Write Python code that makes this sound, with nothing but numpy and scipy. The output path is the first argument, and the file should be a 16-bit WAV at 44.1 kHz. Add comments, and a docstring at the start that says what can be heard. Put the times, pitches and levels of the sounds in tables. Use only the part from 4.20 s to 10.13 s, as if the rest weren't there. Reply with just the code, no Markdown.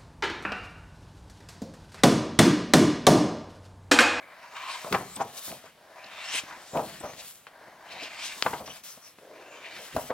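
"""Turning the pages of a book

A hardbound book lies on a wooden table, close by in a quiet room. Four times a finger rubs along
a page, faster and brighter as it lifts. The page buckles and flaps over, then slides hissing over
its neighbours and settles, the fingertip squeaking faintly on it. Once the sheet snaps sharply."""
import sys
import numpy as np
from scipy import signal
from scipy.fft import rfft, irfft, next_fast_len
from scipy.io import wavfile
from scipy.ndimage import uniform_filter1d, map_coordinates

SR = 44100
rng = np.random.default_rng(int(sys.argv[2]) if len(sys.argv) > 2 else 0)


def pcm_store(signal):
    """Save signal as 16-bit PCM."""
    levels = np.round(np.clip(np.atleast_2d(signal), -1, 1) * 32767)
    wavfile.write(sys.argv[1], SR, levels.astype(np.int16).T)


N = 261513


def amp(db):
    """Turn decibels into a number to multiply by."""
    return 10 ** (np.asarray(db) / 20)


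def unit(x):
    """Scale a sound to an average (rms) level of 1."""
    return x / np.sqrt(np.mean(x ** 2) + 1e-20)


def along(points, hz):
    """Read between (Hz, value) points, giving each octave equal space."""
    freqs, values = np.transpose(points)
    return np.interp(np.log(hz + 1), np.log(freqs), values)


def filtered(x, response):
    """Multiply each frequency in x by response(hz)."""
    size = x.shape[-1]
    padded = next_fast_len(size + 4096, True)
    return irfft(rfft(x, padded) * response(np.fft.rfftfreq(padded, 1 / SR)), padded)[..., :size]


def low_pass(hz, corner_hz, order):
    """A filter curve that softens everything above corner_hz."""
    b, a = signal.butter(order, 1, analog=True)
    return np.polyval(b, 1j * hz / corner_hz) / np.polyval(a, 1j * hz / corner_hz)


def wobble(rate):
    """A smooth curve through `rate` random values a second."""
    return map_coordinates(rng.standard_normal(4096), [np.arange(N) * rate / SR], mode="wrap")


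def swell(s, db, fade):
    """A volume curve through (seconds, dB) points, fading away outside them."""
    t = np.arange(N) / SR
    outside = np.maximum(s[0] - t, 0) + np.maximum(t - s[-1], 0)
    return amp(np.interp(t, s, db)) * np.exp(-outside / fade)


def bell(t, rise, fall):
    """A rounded swell that peaks at t = 0."""
    return np.exp(-(t / np.where(t < 0, rise, fall)) ** 2 / 2)


def add(track, s, sound):
    """Mix a sound into the track, starting at s seconds."""
    start = max(round(s * SR), 0)
    part = sound[..., :max(N - start, 0)]
    track[..., start:start + part.shape[-1]] += part


def spread(pair, colour):
    """Filter two unrelated noises into left and right, alike in the bass, at level 1."""
    # Each row: frequency in Hz, how alike the two sides are (1 is the same).
    likeness = [(100, .9997), (250, .997), (500, .985), (1000, .955), (2000, .88), (4000, .76), (8000, .6),
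                (14000, .55)]
    turn = lambda hz: np.arccos(np.clip(along(likeness, hz), -1, 1)) / 2
    mid, side = filtered(pair, lambda hz: colour(hz) * np.array([np.cos(turn(hz)), np.sin(turn(hz))]))
    return unit(np.array([mid + side, mid - side]))


def fibres(size, spiky_db):
    """Countless tiny slips of paper fibres; some are stronger, but a fibre can hold only so much."""
    strength = np.minimum(rng.standard_normal(size), 2)
    return np.clip(rng.standard_normal((2, size)), -2, 2) * amp(spiky_db * strength)


def friction(tone, spiky_db, patchy_db, shape):
    """Fibre slips, coloured by the sheet's many small resonances, which shift as it bends."""
    hz, s, slips = signal.stft(fibres(N, spiky_db), SR, nperseg=512)
    patches = uniform_filter1d(rng.standard_normal(slips.shape[1:]), size=4, axis=0)
    patches = uniform_filter1d(patches, size=22, axis=1)
    shaped = slips * shape(hz[:, None], s) * amp(patchy_db * unit(patches))
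    pair = signal.istft(shaped, SR, nperseg=512)[1][:, :N]
    return spread(pair, lambda hz: amp(along(tone, hz)))


def room_tone():
    """The still room murmurs evenly, mostly in the low middle notes."""
    # Each row: frequency in Hz, relative level in dB.
    murmur = [(20, -21), (60, -5), (150, 0.5), (320, -0.5), (640, 0.5), (900, -2.5), (1400, -2.5),
              (3000, -3.5), (6000, -14), (10000, -13.3), (16000, -17)]
    return amp(-61.5) * spread(rng.standard_normal((2, N)), lambda hz: amp(along(murmur, hz)))


def rubbing(ordinary_db=-45, octaves_per_db=0.14, octaves_per_lift=0.06):
    """The finger drags along the page in small catches; the sheet and its edge chatter together."""
    # One list per stroke; the first two pages take two each. A faster finger is louder.
    # Each point: time in seconds, rasp level in dB (ordinary_db at an ordinary pace).
    strokes = [
        [(0, -52), (0.1, -52.5), (0.33, -51.5)],
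        [(0.345, -50.5), (0.365, -43.5), (0.42, -43.5), (0.51, -42), (0.58, -45.5), (0.64, -48.5)],
        [(1.58, -58.5), (1.7, -54), (1.92, -45), (2.0, -45.5), (2.1, -40.5), (2.165, -35), (2.192, -38),
         (2.215, -49.5)],
        [(2.25, -57), (2.32, -48), (2.4, -53.5), (2.5, -65)],
        [(3.33, -62), (3.41, -54.5), (3.5, -52), (3.58, -57), (3.68, -49), (3.72, -44), (3.78, -45.5),
         (3.83, -43), (3.93, -45.5), (4.06, -41), (4.13, -44.5), (4.21, -57)],
        [(5.02, -64.5), (5.1, -56.5), (5.15, -53), (5.3, -51.5), (5.41, -49.5), (5.46, -47), (5.5, -48),
         (5.57, -45.5), (5.65, -57.5), (5.73, -49.5)],
    ]
    # The page under each stroke. Each row: body level in dB at an ordinary pace, body dB per dB
    # of rasp, air pocket note in Hz (start, end), its boost in dB (start, end),
    # lift from 0 to 1 (start, end), pitch shift of the rasp in octaves.
    pages = [ (-46.5, 0.4, 690, 1050, -4.5, 4, 0, 0.55, 0.17),
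             (-47.5, 1.85, 1180, 1030, 16.5, 10, 0.65, 0.94, -0.28),
             (-47.5, 0.93, 630, 870, 6, 0.5, 0.3, 0.9, -0.099),
             (-37.5, 1.2, 1140, 740, 1.5, 7, 0.47, 0.99, 0.022),
             (-48, 0.3, 730, 790, 4, 4.5, 0.28, 0.99, 0.042),
             (-49.5, 0.5, 465, 490, 14, -3, 0.42, 0.75, 0.35), ]
    # The air under each stroke. Each row: bass loss in dB, where the loss sets in as a
    # fraction of the pocket's note, half width of the boost in octaves.
    pockets = [(22, 0.57, 0.4), (27.8, 0.44, 0.23), (21.5, 0.66, 0.5), (15, 0.63, 0.4), (15.1, 0.73, 0.32),
               (18.7, 0.68, 0.52)]
    # Notes the sheet rings at. Each row: frequency in Hz, width in Hz, boost in dB.
    sheet_notes = [(2020, 83, 4), (2360, 200, 7.5), (2720, 100, 7.5), (3063, 69, 7.5), (3600, 110, 4),
                   (6000, 180, 0), (6430, 72, 1), (7700, 180, 1.5)]
    # Tones of the body, rasp and edge, and an even one. 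Each row: frequency in Hz, relative level in dB.
    body_tone = [(60, -1), (130, 5), (300, 12), (450, 2.5), (620, 8.5), (830, 1), (1050, 4.5), (1300, -4),
                 (1600, 4), (2100, -3), (4000, -45)]
    rasp_tone = [(300, -35), (700, -5), (1300, -0.5), (1800, 1), (2400, 1.5), (3200, -2.5), (4000, 1),
                 (5200, -13.5), (9000, -24)]
    edge_tone = [(2500, -11.5), (3700, 2.5), (4600, 2), (6300, 0), (8000, -1), (10000, -2.5), (12500, -1),
                 (16000, -27)]
    even_tone = [(20, 0), (16000, 0)]
    body, rasp, edge = np.zeros((3, N))
    ends = []
    for stroke, page in zip(strokes, pages):
        s, db = np.transpose(stroke)
        body_db, follows, start_hz, end_hz, start_db, end_db, start_lift, end_lift, octaves = page
        lift = np.interp(s, s[[0, -1]], [start_lift, end_lift])
        body += swell(s, body_db + follows * (db - ordinary_db), fade=0.019)
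        rasp += swell(s, db, fade=0.019)
        bite_db = -16 + 17.5 * lift ** 4.8 + 0.68 * (db - ordinary_db)  # more when lifted or fast
        edge += swell(s, ordinary_db + bite_db, fade=0.067)
        ends += [(s[0], start_hz, start_db, lift[0], octaves), (s[-1], end_hz, end_db, lift[-1], octaves)]
    when, pocket_hz, pocket_db, lifted, rasp_octaves = np.transpose(ends)

    def pocket(hz, s):
        """The air under the page rings at one note and gives out little below it."""
        ratio = (hz + 1) / np.interp(s, when, pocket_hz)
        cut_db, onset, width = (np.interp(s, when, np.repeat(col, 2)) for col in np.transpose(pockets))
        boost_db = np.interp(s, when, pocket_db) / (1 + (np.log2(ratio) / width) ** 2)
        return amp(boost_db - cut_db / (1 + (ratio / onset) ** 8))

    def rings(hz, s):
        """The sheet's own notes drift up as it lifts."""
        stretch = 2 ** (octaves_per_lift * (np.interp(s, when, lifted) - lifted.mean()))
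        return amp(sum(db / (1 + (2 * (hz / stretch - note) / width) ** 2)
                       for note, width, db in sheet_notes))

    def tightening(hz, s):
        """The rasp climbs as the finger speeds up and the page tightens."""
        pace_db = np.interp(s, *np.concatenate(strokes).T) - ordinary_db
        shift = np.interp(s, when, rasp_octaves) + octaves_per_db * pace_db
        return amp(along(rasp_tone, hz / 2 ** shift)) * rings(hz, s)

    def brightening(hz, s):
        """The edge reaches higher into the treble as the page lifts."""
        limit_hz = 3900 + 6300 * np.interp(s, when, lifted)
        return (amp(-8) + 1 / (1 + (hz / limit_hz) ** 16)) * rings(hz, s)

    chatter = amp(1.14 * wobble(55) + 0.81 * wobble(220))
    hollow = body * friction(body_tone, spiky_db=-3, patchy_db=1, shape=pocket)
    rough = amp(-2) * rasp * friction(even_tone, spiky_db=5, patchy_db=2.6, shape=tightening)
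    sharp = amp(3) * edge * friction(edge_tone, spiky_db=1.5, patchy_db=0.1, shape=brightening)
    left_db = np.interp(np.arange(N) / SR, when, 1.5 - 0.5 * lifted)
    return chatter * (hollow + rough + sharp) * amp([left_db / 2, -left_db / 2])


def scuffs():
    """The page's edge scuffs or flicks off the finger, each time in its own band of pitch."""
    # Each row: peak time in seconds, level in dB, rise and fall in seconds,
    # centre in Hz, half width in octaves.
    drags = [ (0.06, -67, 0.098, 0.07, 2570, 0.14), (0.19, -56, 0.013, 0.012, 1070, 0.26),
             (0.485, -41, 0.036, 0.02, 1080, 0.2), (0.525, -43.5, 0.02, 0.034, 4200, 0.42),
             (0.535, -47.5, 0.031, .015, 8400, 0.17), (0.85, -64, 0.04, 0.052, 3760, 1.3),
             (0.963, -38.5, 0.0007, 0.0021, 5500, 1), (0.968, -42.5, 0.0018, 0.0026, 3000, 0.55),
             (1.021, -42.5, 0.0077, 0.007, 6430, 0.45), (1.18, -41, 0.0071, 0.0056, 5330, 1),
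             (1.845, -46, 0.0022, 0.0025, 4300, 0.28), (1.865, -50, 0.0022, 0.0028, 4680, 0.35),
             (2.189, -31, 0.046, 0.0055, 2460, 0.57), (2.188, -38, 0.018, 0.013, 6450, 0.63),
             (2.07, -50, 0.037, 0.039, 7540, 0.18), (2.31, -40, 0.001, 0.005, 1400, 0.6),
             (2.69, -51.5, 0.03, 0.066, 2200, 1.4), (2.9, -52, 0.015, 0.012, 2140, 0.49),
             (3.005, -42.5, 0.021, 0.0097, 3750, 1.2), (3.725, -51, 0.011, 0.015, 3600, 1.1),
             (3.836, -42, 0.0098, 0.017, 3680, 0.84), (4.054, -36.5, 0.024, 0.026, 3280, 0.84),
             (4.06, -41.5, .018, .02, 6950, 0.66), (4.388, -48.5, 0.016, 0.0088, 3600, 0.5),
             (4.463, -46, 0.0015, 0.0097, 5500, 0.17), (4.46, -47, 0.0013, 0.036, 2580, 1.1),
             (4.665, -49.5, 0.0096, 0.034, 3800, 1.3), (4.835, -60, 0.022, 0.025, 1190, 0.44),
             (5.105, -49, 0.03, 0.028, 560, 0.35), (5.455, -43, 0.016, 0.021, 2420, 0.41),
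             (5.565, -46, 0.016, 0.023, 1960, 0.81), (5.62, -49.5, 0.032, 0.02, 546, 0.31), ]
    out = np.zeros((2, N))
    t = np.arange(-SR // 4, SR // 4) / SR
    for s, db, rise, fall, centre_hz, octaves in drags:
        band = lambda hz: 1 / (1 + (np.log2((hz + 1) / centre_hz) / octaves) ** 2 / 2) ** 2
        add(out, s + t[0], amp(db) * bell(t, rise, fall) * spread(fibres(len(t), spiky_db=-2), band))
    return out


def sliding(roundness=1.4, catches_per_s=260, catch_db=-9):
    """One sheet glides over the next, catching on fibres: a hiss that swells and dies with its speed."""
    # Each row: fastest moment in seconds, relative level in dB, rise and fall in seconds,
    # treble tilt in dB per octave, boost of the middle notes in dB.
    glides = [ (0.76, -53.5, 0.17, 0.17, 1, 6), (0.95, -57.5, 0.12, 0.14, -3, -2),
              (1.09, -58.5, 0.067, 0.1, -3, 1), (1.19, -47, 0.038, 0.011, 1.5, 3),
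              (1.265, -49, 0.063, 0.11, 3, 1), (1.465, -64, 0.04, 0.049, -4.5, 1.5),
              (2.27, -63.5, 0.21, .15, -5.5, 0), (2.44, -66.5, 0.12, 0.08, -6.5, -9),
              (2.62, -54.5, 0.14, 0.31, 1, 5), (2.92, -67, 0.078, 0.054, -5.5, -2.5),
              (3.08, -54, 0.13, 0.094, 2, -1.5), (4.28, -51.5, 0.13, 0.16, 1.5, 7),
              (4.566, -53, 0.08, 0.031, -1.5, 4), (4.639, -52, 0.0039, 0.12, 1, -0.5),
              (4.88, -60.5, 0.073, 0.04, 0.5, 4), (5.0, -69, 0.046, 0.13, -1, 3),
              (5.65, -53, 0.094, 0.056, -4, -9), (5.81, -52, 0.083, 0.081, 2, 6),
              (5.89, -53, 0.05, 0.0093, -1, 1), ]
    # Paper on paper. Each row: frequency in Hz, relative level in dB.
    hiss_tone = [(150, -62), (400, -14), (620, 1.5), (800, -5.5), (1100, 0.5), (1500, -0.5), (2300, -0.5),
                 (3500, 0.5), (5000, -0.5), (7500, -0.5), (9500, -0.5), (12500, 0), (16000, -7)]
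    t = np.arange(N) / SR
    power = np.zeros(N)
    for s, db, rise, fall, *_ in glides:
        from_peak = np.abs(t - s) / np.where(t < s, rise, fall)
        power += (amp(db) * np.exp(-from_peak ** roundness)) ** 2
    when, *_, tilts, middles = np.transpose(glides)
    drift = 0.6 * wobble(14)

    def colour(hz, s):
        """Each glide has its own tone, which drifts as the sheet bends."""
        tilt = np.interp(s, when, tilts) + np.interp(s, t, drift)
        middle_db = np.interp(s, when, middles) / (1 + (hz / 2000) ** 4)
        return amp(tilt * np.log2(np.maximum(hz, 2000) / 6000) + middle_db)

    hiss = friction(hiss_tone, spiky_db=4, patchy_db=2, shape=colour)
    slips = (rng.random(N) < catches_per_s / SR) * rng.uniform(-1, 1, (2, N))
    catches = spread(slips, lambda hz: amp(along(hiss_tone, hz)) * hz / (hz + 2000))
    flicker_db = 0.78 * wobble(56) + 0.75 * wobble(16)
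    return np.sqrt(power) * amp(9 + flicker_db) * (hiss + amp(catch_db) * catches)


def flaps(note_db=6.5, note_octaves=0.2, flutter_s=0.032):
    """Each flap is a quick run of buckles in the sheet, with a low puff of air pushed aside."""
    # Each row: peak time in seconds, relative level in dB, rise and fall in seconds, treble limit
    # in Hz, note of the tight sheet in Hz, level of the air in dB compared with the paper.
    flexes = [ (0.647, -33, 0.00068, 0.0043, 1410, 1100, -10), (0.672, -36, 0.015, 0.019, 1100, 630, -18),
              (0.719, -43, 0.005, 0.0058, 450, 306, 12), (0.7276, -22.5, 0.0014, 0.0053, 2100, 1070, -0.5),
              (0.748, -19.5, 0.0084, 0.012, 1570, 1120, -12.5), (0.787, -41, 0.0022, 0.0058, 1300, 800, -1),
              (0.81, -38.5, 0.0021, 0.022, 1260, 750, -2.5), (0.972, -39.5, 0.0036, 0.0068, 1300, 900, 0.5),
              (1.012, -23, 0.0082, 0.01, 1270, 865, -17.5), (1.054, -43, 0.012, 0.012, 795, 450, -4),
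              (1.277, -47, 0.0013, 0.044, 1300, 700, -2), (1.328, -42.5, 0.025, 0.021, 1010, 660, -5.5),
              (1.442, -47.5, 0.0011, 0.011, 900, 630, -12), (1.462, -50, 0.008, 0.022, 1800, 1482, -13),
              (1.845, -60.5, 0.0035, 0.02, 298, 220, 4), (2.147, -44, 0.0063, 0.0059, 437, 244, -12),
              (2.236, -48, 0.0017, 0.003, 443, 298, 3.5), (2.374, -57, 0.024, 0.011, 500, 327, -3),
              (2.535, -40, 0.0019, 0.0077, 990, 600, 1), (2.553, -28, 0.0015, 0.011, 970, 654, -8),
              (2.569, -25, 0.013, 0.027, 970, 660, -9.5), (2.574, -36, 0.0033, 0.0029, 2800, 2400, -28),
              (2.594, -30, .002, 0.025, 1020, 740, -12), (2.669, -55, 0.047, 0.057, 220, 170, 5),
              (2.814, -43.5, 0.0054, 0.0034, 1850, 700, 1.5), (2.842, -33.5, 0.0075, 0.027, 1270, 590, -9),
              (2.895, -43.5, 0.003, 0.021, 1100, 620, -10), (2.935, -44.5, 0.002, 0.007, 2350, 1940, -4),
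              (3.0, -53, 0.035, 0.045, 850, 630, -18), (3.269, -44.5, .0005, 0.014, 2170, 990, -29.5),
              (3.415, -52, 0.003, 0.006, 700, 340, -12), (3.485, -53.5, 0.0078, 0.008, 900, 800, -4),
              (3.755, -47, 0.037, 0.035, 910, 800, -12), (3.831, -47, 0.019, 0.022, 715, 298, -10),
              (4.169, -62, 0.012, 0.01, 400, 150, 4), (4.255, -35, 0.0018, 0.006, 1100, 800, -6),
              (4.2625, -18, 0.001, 0.0095, 1530, 1030, -16.5), (4.312, -41, 0.0071, 0.009, 1240, 1050, -6),
              (4.332, -28.5, 0.00053, 0.015, 1280, 856, -11),
              (4.3376, -31.5, 0.0012, 0.0017, 2350, 2030, -25),
              (4.412, -40.5, 0.0095, 0.027, 1010, 680, -6), (4.48, -42.5, 0.0049, 0.022, 1200, 690, -6),
              (4.776, -47.5, 0.0022, 0.0042, 1000, 650, -5), (4.986, -47.5, 0.00073, 0.005, 2220, 760, -5),
              (5.579, -58, 0.026, 0.036, 302, 200, -0.5), (5.755, -44, 0.0077, 0.01, 456, 280, 7.5),
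              (5.7648, -21.5, 0.00085, 0.0075, 1360, 696, -6), (5.784, -31, 0.0091, 0.016, 1100, 657, -29),
              (5.905, -24.5, 0.0037, 0.012, 1260, 547, -21), ]
    # Tones of the paper and of the air. Each row: frequency in Hz, relative level in dB.
    paper_tone = [(60, -66), (200, -10.5), (330, -11), (480, -2.5), (630, -0.5), (850, -3), (1200, -2),
                  (1700, -2.5), (3000, 3), (8000, 23)]
    air_tone = [(20, -22), (55, -3), (135, 5), (205, 5.5), (290, 5), (450, -0.5), (1200, -24.5)]
    out = np.zeros((2, N))
    t = np.arange(-SR // 8, SR // 4) / SR

    def burst(rise, fall, colour, flutter_db, spiky_db):
        """A quick pulse of noise, after which the sheet flutters on softly."""
        pulse = lambda decay: np.exp(np.minimum(t, 0) / rise - np.maximum(t, 0) / decay)
        shape = np.hypot(pulse(fall), amp(flutter_db) * pulse(flutter_s))
        return np.sqrt(np.mean(shape ** 2)) * spread(shape * fibres(len(t), spiky_db), colour)

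    for s, db, rise, fall, corner_hz, note_hz, air_db in flexes:
        ring_db = lambda hz: note_db / (1 + (np.log2((hz + 1) / note_hz) / note_octaves) ** 2)
        paper = lambda hz: amp(along(paper_tone, hz) + ring_db(hz)) * low_pass(hz, corner_hz, order=4)
        buckles = burst(rise, fall, paper, flutter_db=-26, spiky_db=2.5)
        air = burst(rise, fall, lambda hz: amp(along(air_tone, hz)), flutter_db=-19, spiky_db=1.5)
        add(out, s + t[0], amp(db + 1) * (buckles + amp(air_db) * air))
    return out


def snaps(travel_s=0.001624, crinkle_db=-30, crinkle_s=0.0043):
    """A crease pops and a ripple runs through the sheet: treble arrives first, low notes trail it."""
    # Each row: time in seconds, peak level in dB, treble limit in Hz.
    creases = [(0.7248, -22, 4000), (0.7263, -17.5, 4840), (1.317, -28.5, 3950), (3.2679, -31.5, 2300),
               (4.2240, -6, 5070), (4.4766, -32, 5000)]
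    out = np.zeros((2, N))
    t = np.arange(SR // 20) / SR
    ripple = lambda hz: np.exp(-4j * np.pi * travel_s * np.sqrt(1000 * hz))  # travel_s is for 1000 Hz
    bass_cut = lambda hz: 1j * hz / (1j * hz + 750)
    for s, db, corner_hz in creases:
        kick = (t == 0) + amp(crinkle_db) * np.exp(-t / crinkle_s) * rng.standard_normal((2, len(t)))
        pop = filtered(kick, lambda hz: ripple(hz) * low_pass(hz, corner_hz, order=4) * bass_cut(hz))
        add(out, s - travel_s / 4, amp(db) * pop / np.abs(pop).max())
    return out


def squeaks():
    """Skin sticks and slips on the paper, fast and unevenly: a hoarse tone that can glide."""
    # Each row: peak time in seconds, level in dB, rise and fall in seconds,
    # pitch in Hz, half width in Hz, glide in Hz per second.
    skin_slips = [ (0.945, -49, 0.04, .012, 7900, 450, 8998), (0.964, -35.5, 0.0054, 0.0018, 8340, 320, -1),
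                  (2.522, -52.5, 0.025, 0.06, 7170, 340, 0), (2.805, -43.5, 0.0061, .004, 8300, 500, -6),
                  (2.896, -54.5, 0.061, 0.032, 6080, 380, 4996),
                  (4.511, -42.5, 0.0092, 0.008, 2980, 260, 2), (4.515, -49, 0.018, 0.011, 5930, 170, 3.5),
                  (4.712, -52, 0.044, 0.025, 5850, 420, -3000),
                  (4.862, -52.5, 0.028, 0.028, 5650, 420, -3000), (4.879, -60, .025, 0.015, 2510, 220, 0),
                  (5.351, -61, 0.058, 0.044, 6850, 447, 2), ]
    out = np.zeros((2, N))
    t = np.arange(-SR // 6, SR // 6) / SR
    for s, db, rise, fall, pitch_hz, width_hz, glide in skin_slips:
        phase = 2 * np.pi * (pitch_hz * t + glide * t ** 2 / 2)
        fuzz = filtered(rng.standard_normal((2, 2, len(t))), lambda hz: low_pass(hz, width_hz, order=2))
        tone = fuzz[0] * np.cos(phase) + fuzz[1] * np.sin(phase)
        add(out, s + t[0], amp(db) * bell(t, rise, fall) * spread(tone, np.ones_like))
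    return out


def book(x):
    """The open book and the table ring faintly along with the page."""
    # Each row: frequency in Hz, width in Hz, level in dB.
    notes = [(148, 10.6, -10), (425, 14, -13), (625, 33, -20), (748, 29, -16), (950, 20, -8.5),
             (1350, 10, -35), (3110, 40, -8)]
    ring = lambda hz: sum(amp(db) * 1j * hz * width / (note ** 2 - hz ** 2 + 1j * hz * width)
                          for note, width, db in notes)
    return filtered(x, lambda hz: 1 + ring(hz))


def from_left(x, share, lead_ms):
    """A sound left of centre is louder on that side and arrives there first."""
    # Each row: frequency in Hz, left minus right in dB when share is 1.
    left_db = [(150, 0), (300, .5), (600, 1.7), (1200, 2.2), (2200, 3), (4500, 4.2), (8000, 4), (12000, .3)]
    sides = np.array([[1], [-1]])
    lead = lambda hz: np.exp(1j * np.pi * hz * lead_ms / 1000 * sides)
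    return filtered(x, lambda hz: amp(share * along(left_db, hz) / 2 * sides) * lead(hz))


def room(x):
    """The short echo of a small furnished room, where the bass lasts longest."""
    # Each row: frequency in Hz, seconds to fade by 60 dB.
    fade_times = [(100, 0.96), (600, 0.35), (2000, 0.42), (6000, 0.032), (14000, 0.32)]
    hz, t, noise = signal.stft(rng.standard_normal((2, SR // 2)), SR, nperseg=256)
    tail = signal.istft(noise * amp(-60 * t / along(fade_times, hz)[:, None]), SR, nperseg=256)[1]
    tail = np.pad(spread(tail, np.ones_like), ((0, 0), (SR // 250, 0)))  # starts 4 ms late
    return signal.fftconvolve(x, tail / np.linalg.norm(tail[0]), axes=1)[:, :N]


def scene():
    """The finger works near the middle; the page comes down on the left."""
    turning = book(flaps() + snaps()) + sliding() + scuffs() + squeaks()
    paper = from_left(turning, share=0.82, lead_ms=0.046)
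    paper += from_left(book(rubbing()), share=0.021, lead_ms=0.027)
    return paper + amp(-13.5) * room(paper) + room_tone()


def record(dry, top_hz=15950):
    """Cut away the very highest treble."""
    return filtered(dry, lambda hz: hz < top_hz)


dry = scene()
out = record(dry)
pcm_store(out)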